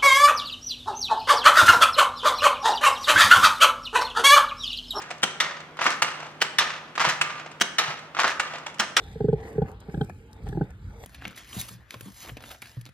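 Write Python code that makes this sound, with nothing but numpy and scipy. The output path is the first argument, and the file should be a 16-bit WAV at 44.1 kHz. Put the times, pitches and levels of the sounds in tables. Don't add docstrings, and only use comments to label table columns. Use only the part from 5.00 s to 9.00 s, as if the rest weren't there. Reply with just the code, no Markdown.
import sys
import numpy as np
from scipy import signal
from scipy.fft import rfft, irfft
from scipy.io import wavfile
from scipy.ndimage import uniform_filter1d

SR = 44100
rng = np.random.default_rng(int(sys.argv[2]) if len(sys.argv) > 2 else 0)


def volts(x):
    e = np.asarray(x, float) / 20
    return 10 ** e


def wav_out(sig):
    wavfile.write(sys.argv[1], SR, np.round(np.clip(np.atleast_2d(sig).T, -1, 1) * 32767).astype(np.int16))


N = 176400
LEAD_SAMPLES = 13230
SIZE = 24576

# start in seconds, peak level in dB, tilt in dB per octave, rattle in dB, beam in dB.
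BEATER_BLOWS = [
    (0.233, -2, -2.44, -5.5),
    (1.418, -3, -2.6, -5),
    (2.613, -2.5, -2.4, -7),
    (3.798, -4, -1.5, 2),
]
PICKER_BLOWS = [
    (0.403, -4.5, 0, 0.0038, 2),
    (1.586, -2, 0.74, 0, -2),
    (2.785, -2.5, 0.95, 0, -2.5),
    (3.967, 0.5, 0.81, 0, -2),
]
SHUTTLE_LANDINGS = [
    (1.022, -1, 0.85, 0, -4.5),
    (2.214, -2, 0.36, 0, -4),
    (3.399, -3, 0, 0, 0),
]
EARLIER_LANDING = [
    (-0.12, -4, 0.026, 0.018),
]
# start in seconds, peak level in dB, tilt in dB per octave.
SHAFT_KNOCKS = [(0.77, -29, 2), (0.79, -16.5, -3.5), (0.794, -20.5, -3.5), (0.811, -14.5, 1),
                (0.816, -9, -1), (0.824, -16.5, 5), (0.843, -14.5, 6), (0.857, -12, -4.5),
                (0.865, -6, -0.5), (0.877, -16.5, -9), (0.905, -13, 5), (1.954, -24, 3.5),
                (1.978, -11.5, -2), (1.997, -13, 2), (2.003, -7.5, -1), (2.008, -13.5, 4.5),
                (2.016, -16.5, 6.5), (2.02, -17, 0), (2.045, -11, 1), (2.051, -7, 0), (2.064, -12, -3),
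                (2.078, -16, -3), (2.089, -11, 8), (2.097, -13, 4), (3.148, -22.5, 0.5), (3.168, -13.5, -2),
                (3.189, -10.5, 0), (3.194, -8, 1), (3.201, -8.5, 3.5), (3.234, -11, 2), (3.243, -6, -1.5),
                (3.251, -16, -9), (3.279, -13, 6)]
# start in seconds, peak level in dB, tilt in dB per octave.
CORD_TICKS = [(0.0179, -28, 4.5), (0.1037, -24, 1.5), (0.109, -19, 1), (0.115, -34, -4), (0.1446, -48, 2),
              (0.1795, -38, 7), (0.3077, -28.5, 2.1), (0.6024, -27, -0.2), (1.19, -35, -7),
              (1.2012, -26.5, -0.5), (1.227, -27.5, -3.5), (1.257, -32, -4), (1.2645, -30.5, 0),
              (1.314, -44, 8), (2.3955, -26, -1.3), (2.4599, -26.5, -3), (2.5134, -32.5, 0.61),
              (2.55, -39, -9), (2.989, -31, 0.5), (3.5349, -22, -2), (3.5555, -24, -2), (3.5813, -27, -0.5),
              (3.6638, -20.5, 1.5), (3.6778, -30, -2), (3.742, -35, 5)]
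# start in seconds, length in seconds, level in dB, tilt in dB per octave.
SCRAPES = [
    (0.811, 0.057, -33, 1),
    (0.893, 0.036, -36, 2.5),
    (1.994, 0.061, -28.5, 0),
    (2.08, 0.03, -29.5, 1.5),
    (3.19, 0.068, -30.5, -1.5),
    (3.268, 0.0284, -28, 1.5),
]
# start in seconds, peak level in dB, pitch in Hz.
FRAME_THUDS = [
    (0.238, -30, 194),
    (1.028, -40, 151),
    (1.409, -36, 208),
    (2.07, -23.5, 150.4),
    (2.148, -38, 148),
    (2.219, -46, 215),
    (2.62, -29, 196),
    (2.881, -28, 142),
    (3.2, -44, 248),
    (3.792, -30, 208),
]
# start in seconds, length in seconds, level in dB.
CORD_SQUEALS = [
    (.945, .08, -62),
    (3.31, .075, -62),
]

# delay in seconds, level in dB, decay in seconds.
BEATER_CONTACTS = [(-.013, -26, .003), (-.005, -18, .003), (-.002, -8, .0015), (0, -1, .0012),
                   (.002, -1, .0012), (.0058, 1, .0012), (.009, -11, .004)]
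PICKER_CONTACTS = [(-.001, -4, .002), (.0015, 0, .0015), (.005, -3, .002), (.009, -8, .008)]
SHUTTLE_CONTACTS = [(-.0018, -7, .001), (.0008, 0, .001), (.003, -7, .003), (.007, -13, .006)]
SHAFT_CONTACTS = [(0, 0, .0008), (.002, -11, .003)]
TICK_CONTACTS = [(0, -3, .002), (.003, 0, .004)]

# frequency in Hz, width in Hz, level in dB.
BEATER_MODES_HZ_DB = [(840, 53, -1), (1660, 220, -20.5), (2150, 67, -17.5), (3060, 220, 5),
                      (5900, 660, -6.5)]
PICKER_MODES_HZ_DB = [(1227, 24, 9), (1817, 160, 3.5), (2940, 40, 3.5), (3440, 320, 0.5), (5320, 150, -4.5)]
SHUTTLE_MODES_HZ_DB = [(830, 160, -2), (1220, 23, -11.5), (1950, 480, -8), (2680, 180, -6),
                       (4630, 140, -23)]
SHAFT_MODES_HZ_DB = [(1050, 580, -9), (1700, 30, -12), (2010, 65, -11), (2685, 600, -13.5), (5130, 85, -35)]
# frequency in Hz, level in dB, T60 in seconds.
BEAM_PARTIALS = [(1225, -32, .7), (1850, -35, .45), (585, -43, .5)]

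# frequency in Hz, level in dB.
BEATER_COLOUR_DB = [(60, -29), (200, -9.5), (1000, -6.5), (2810, 3.5), (4680, 3), (9210, -0.5),
                    (12000, -17.5), (16000, -6)]
PICKER_COLOUR_DB = [(47, -90), (100, -48), (700, -20.5), (1400, -4.5), (1900, -8.5), (2430, -5),
                    (5900, -2.5), (10000, -13), (16000, -30.5)]
SHUTTLE_COLOUR_DB = [(60, -16), (200, -20), (515, -16), (1170, -5.5), (2720, 3), (4050, -4.5), (7700, -6.5),
                     (12000, -24.5), (16000, -29)]
SHAFT_COLOUR_DB = [(47, -84), (100, -28), (361, -19), (700, -9), (1170, -6), (3170, -4.5), (4620, -9.5),
                   (6500, -9.5), (11000, -29.5), (16000, -46)]
TICK_COLOUR_DB = [(120, -66), (200, -25.5), (709, -3.5), (1400, -17), (2330, -5), (3760, -12),
                  (7540, -12.5), (16000, -58.5)]
RATTLE_COLOUR_DB = [(88, -32), (150, -22), (264, -17), (1240, -4), (2800, -9), (6260, -17), (11000, -40.5),
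                    (16000, -47)]

# frequency in Hz, T60 in seconds.
ROOM_T60_S = [(300, 1), (1500, 0.73), (4000, 0.54), (9000, 0.43), (16000, 0.14)]
# frequency in Hz, correlation.
ROOM_CORRELATION = [(60, 0.45), (200, 0.99), (1000, 0.83), (3000, 0.17), (8000, 0.033)]
# frequency in Hz, level in dB.
MURMUR_COLOUR_DB = [(26, -36), (45, -10), (183, -4), (271, -3.5), (1210, -5.5), (3490, -16), (3750, -20),
                    (4040, -23), (16000, -45)]
# time in seconds, level in dB.
HUM_LEVEL_DB = [(0.0, -57.5), (0.18, -55), (4.0, -57)]
# frequency in Hz, left minus right in dB.
PORT_DIFFERENCE_DB = [(200, -1), (700, .2), (3000, -1), (9000, 2), (13000, 0)]


def on_log(table, hz):
    points = np.array(table, float)
    return np.interp(np.log(hz + 1), np.log(points[:, 0] + 1), points[:, 1])


def causal(db):
    c = irfft(db * np.log(10) / 20)
    n = len(c) // 2
    return np.exp(rfft(np.r_[c[0], 2 * c[1:n], c[n], np.zeros(n - 1)]))


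def walk(rate_hz, n):
    k = int(SR / rate_hz)
    v = np.repeat(rng.standard_normal(n // k + 1), k)
    v = uniform_filter1d(uniform_filter1d(v, k), k)[:n]
    return v / v.std()


def tone(hz):
    return np.sin(2 * np.pi * np.cumsum(hz) / SR)


def add(out, start_s, x):
    i = int(start_s * SR) + LEAD_SAMPLES
    n = min(x.shape[1], out.shape[1] - i)
    out[:, i:i + n] += x[:, :n]


def grit(spread_db):
    own_share = 0.23
    common, *own = rng.standard_normal((3, SIZE))
    v = np.sqrt(1 - own_share) * common + np.sqrt(own_share) * np.array(own)
    v = v * volts(spread_db * np.minimum(rng.exponential(size=SIZE), 7))
    return v / np.sqrt(np.mean(v ** 2))


def body(push, colour, tilt_db, modes, ring_db, widen):
    lag_spread_s = 3e-5
    hz = np.fft.rfftfreq(SIZE, 1 / SR)
    ring = 0
    for mode_hz, width_hz, db in modes:
        level_shift_db, pitch_shift = rng.standard_normal(2)
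        mode_hz = mode_hz * (1 + 0.032 * pitch_shift)
        ring = ring + volts(ring_db + db + level_shift_db) / (1 + 2j * (hz - mode_hz) / (width_hz * widen))
    lag_s = lag_spread_s * rng.standard_normal() * np.array([[1], [-1]])
    place = np.exp(1j * np.pi * hz * lag_s)
    broad = causal(on_log(colour, hz) + tilt_db * np.log2((hz + 50) / 2000))
    return irfft(rfft(push) * place * broad * (1 + ring))


def contact_push(contacts, t, knock_hz):
    env = sum(volts(db) * (t >= d) * np.exp(-np.abs(t - d) / decay_s) for d, db, decay_s in contacts)
    touch = np.clip(np.diff(env, prepend=0), 0, None) * np.sign(walk(900, SIZE))
    knock_t = np.arange(256) / SR
    pitch_hz = knock_hz * volts(rng.standard_normal())
    knock = np.exp(-knock_t / 0.0007) * np.sin(2 * np.pi * pitch_hz * knock_t)
    return 1.39 * env * grit(1.44) + volts(6) * np.convolve(touch, knock)[:SIZE]


def loose_parts(t, tilt_db, rattle_db, t60_s):
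    env = volts(rattle_db - 60 * np.abs(t) / t60_s + 2.47 * walk(151.2, SIZE)) * np.clip(t / 0.0018, 0, 1)
    x = body(grit(3.0), RATTLE_COLOUR_DB, .5 * tilt_db, SHAFT_MODES_HZ_DB, 0.17, 2.7)
    return env * x / x.std()


def frame_beam(t, beam_db):
    out = 0
    for hz, db, t60_s in BEAM_PARTIALS:
        env = volts(db + beam_db + 3.5 * walk(34.3, SIZE) - 60 * t / t60_s)
        hz = hz * (1 + .015 * rng.standard_normal())
        out = out + env * np.sin(2 * np.pi * hz * t + 6 * rng.random())
    return out * np.clip(t / 0.004, 0, 1)


def blows(rows, contacts, colour, modes, ring_db, rattle_db, rattle_t60_s, beam_db, knock_hz):
    before_s = .02
    out, t = np.zeros((2, N + LEAD_SAMPLES)), np.arange(SIZE) / SR - before_s
    for start_s, db, tilt_db, *extra_db in rows:
        loose_db, sing_db = (*extra_db, 0, 0)[:2]
        hit = body(contact_push(contacts, t, knock_hz), colour, tilt_db, modes, ring_db, 1.4)
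        x = hit / np.abs(hit).max() + loose_parts(t, tilt_db, rattle_db + loose_db, rattle_t60_s)
        if beam_db is not None:
            x = x + frame_beam(t, beam_db + sing_db)
        add(out, start_s - before_s, volts(db) * x)
    return out


def beater():
    return blows(BEATER_BLOWS, BEATER_CONTACTS, BEATER_COLOUR_DB, BEATER_MODES_HZ_DB, ring_db=2.7,
                 rattle_db=-18.5, rattle_t60_s=0.21, beam_db=-16, knock_hz=1700)


def picker():
    return blows(PICKER_BLOWS, PICKER_CONTACTS, PICKER_COLOUR_DB, PICKER_MODES_HZ_DB, ring_db=8.9,
                 rattle_db=-19.5, rattle_t60_s=0.51, beam_db=0.19, knock_hz=2110)


def shuttle():
    return blows([*EARLIER_LANDING, *SHUTTLE_LANDINGS], SHUTTLE_CONTACTS, SHUTTLE_COLOUR_DB,
                 SHUTTLE_MODES_HZ_DB, ring_db=5.1,
                 rattle_db=-28.5, rattle_t60_s=0.74, beam_db=0.25, knock_hz=1350)


def shafts():
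    return blows(SHAFT_KNOCKS, SHAFT_CONTACTS, SHAFT_COLOUR_DB, SHAFT_MODES_HZ_DB, ring_db=10.5,
                 rattle_db=-14.0, rattle_t60_s=0.19, beam_db=-7, knock_hz=1280)


def ticks():
    return blows(CORD_TICKS, TICK_CONTACTS, TICK_COLOUR_DB, SHAFT_MODES_HZ_DB, ring_db=8.6,
                 rattle_db=-13.5, rattle_t60_s=0.12, beam_db=None, knock_hz=1540)


def slides():
    clicks_per_s, clicks_db = 450, 12
    out, t = np.zeros((2, N + LEAD_SAMPLES)), np.arange(SIZE) / SR
    knock_t = np.arange(128) / SR
    knock = np.exp(-knock_t / .0007) * np.sin(2 * np.pi * 1700 * knock_t)
    for start_s, length_s, db, tilt_db in SCRAPES:
        fade_db = -60 * np.clip(t - length_s, 0, None) / 0.25
        env = np.clip(t / 0.0032, 0, 1) * volts(fade_db + walk(178, SIZE))
        clicks = (rng.random(SIZE) < clicks_per_s / SR) * rng.standard_normal(SIZE)
        clicks = volts(clicks_db) * np.convolve(clicks, knock)[:SIZE]
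        x = body(env * (grit(3.5) + clicks), SHAFT_COLOUR_DB, tilt_db, SHAFT_MODES_HZ_DB, 1.1, 0.3)
        add(out, start_s, volts(db) * x / np.sqrt(np.mean(x[:, :int(length_s * SR)] ** 2)))
    return out


def thuds():
    thud_db, t60_s, rise_s = -5, .1, .006
    out, t = np.zeros((2, N + LEAD_SAMPLES)), np.arange(SIZE) / SR
    for start_s, db, hz in FRAME_THUDS:
        env = volts(db + thud_db - 60 * t / t60_s + 2.9 * walk(51, SIZE)) * np.clip(t / rise_s, 0, 1)
        add(out, start_s, env * tone(hz * volts(0.53 * walk(41, SIZE))) * np.ones((2, 1)))
    return out


def squeals():
    pitch_hz, wander_hz, fade_s = 10550, 90, .012
    t = np.arange(N) / SR
    env = sum(volts(db) * np.clip(np.minimum(t - start_s, start_s + length_s - t) / fade_s, 0, 1)
              for start_s, length_s, db in CORD_SQUEALS)
    return env * volts(3.5 * walk(120, N)) * tone(pitch_hz + wander_hz * walk(150, N))


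def pair(n, colour_db, likeness):
    mid, side = (rfft(rng.standard_normal(n)) * volts(colour_db) for _ in range(2))
    c = np.clip(likeness, 0, 1)
    mid, side = mid * np.sqrt((1 + c) / 2), side * np.sqrt((1 - c) / 2)
    return np.array([irfft(mid + side, n), irfft(mid - side, n)])


def room(x):
    room_db, onset_s = -11.5, 0.0015
    hz, t = np.fft.rfftfreq(SIZE, 1 / SR) + 1, np.arange(SIZE) / SR
    likeness = on_log(ROOM_CORRELATION, hz)
    tail = 0
    for band_hz in 90 * 2 ** np.arange(0, 8, .5):
        band_db = -20 * (np.log2(hz / band_hz) / 0.63) ** 2
        tail = tail + pair(SIZE, band_db, likeness) * volts(-60 * t / on_log(ROOM_T60_S, band_hz))
    tail = tail * np.clip(t / onset_s, 0, 1)
    tail = tail / np.sqrt(np.sum(tail ** 2) / 2)
    return volts(room_db) * signal.fftconvolve(x, tail, axes=1)[:, :x.shape[1]]


def murmur():
    hz = np.fft.rfftfreq(N, 1 / SR)
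    x = pair(N, on_log(MURMUR_COLOUR_DB, hz), on_log(ROOM_CORRELATION, hz)) * volts(0.39 * walk(2.5, N))
    return volts(-48) * x / x.std()


def fan_hum():
    hum_hz, wander_hz, hum_db, flutter_db = 154, 1.5, 2, 1.5
    level_db = np.interp(np.arange(N) / SR, *np.array(HUM_LEVEL_DB).T)
    env = volts(level_db + hum_db + flutter_db * walk(26.77, N))
    return env * tone(hum_hz + wander_hz * walk(4.17, N))


def scene():
    loom = beater() + picker() + shuttle() + shafts() + ticks() + slides() + thuds()
    return (loom + room(loom))[:, LEAD_SAMPLES:] + squeals() + murmur() + fan_hum()


def roll_off(x):
    return signal.sosfilt(signal.butter(12, 16360, fs=SR, output="sos"), x)


def record(dry):
    low_cut_hz, top_hz, lead_s = 48, 15900, 6e-5
    hz = np.fft.rfftfreq(N, 1 / SR)
    half = np.array([[.5], [-.5]])
    band = hz ** 4 / (hz ** 4 + low_cut_hz ** 4) / (1 + (hz / top_hz) ** 90)
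    ports = volts(half * on_log(PORT_DIFFERENCE_DB, hz)) * np.exp(1j * half * 2 * np.pi * hz * lead_s)
    x = irfft(rfft(dry) * band * ports, N)
    return roll_off(np.tanh(x))


dry = scene()
out = record(dry)
wav_out(out)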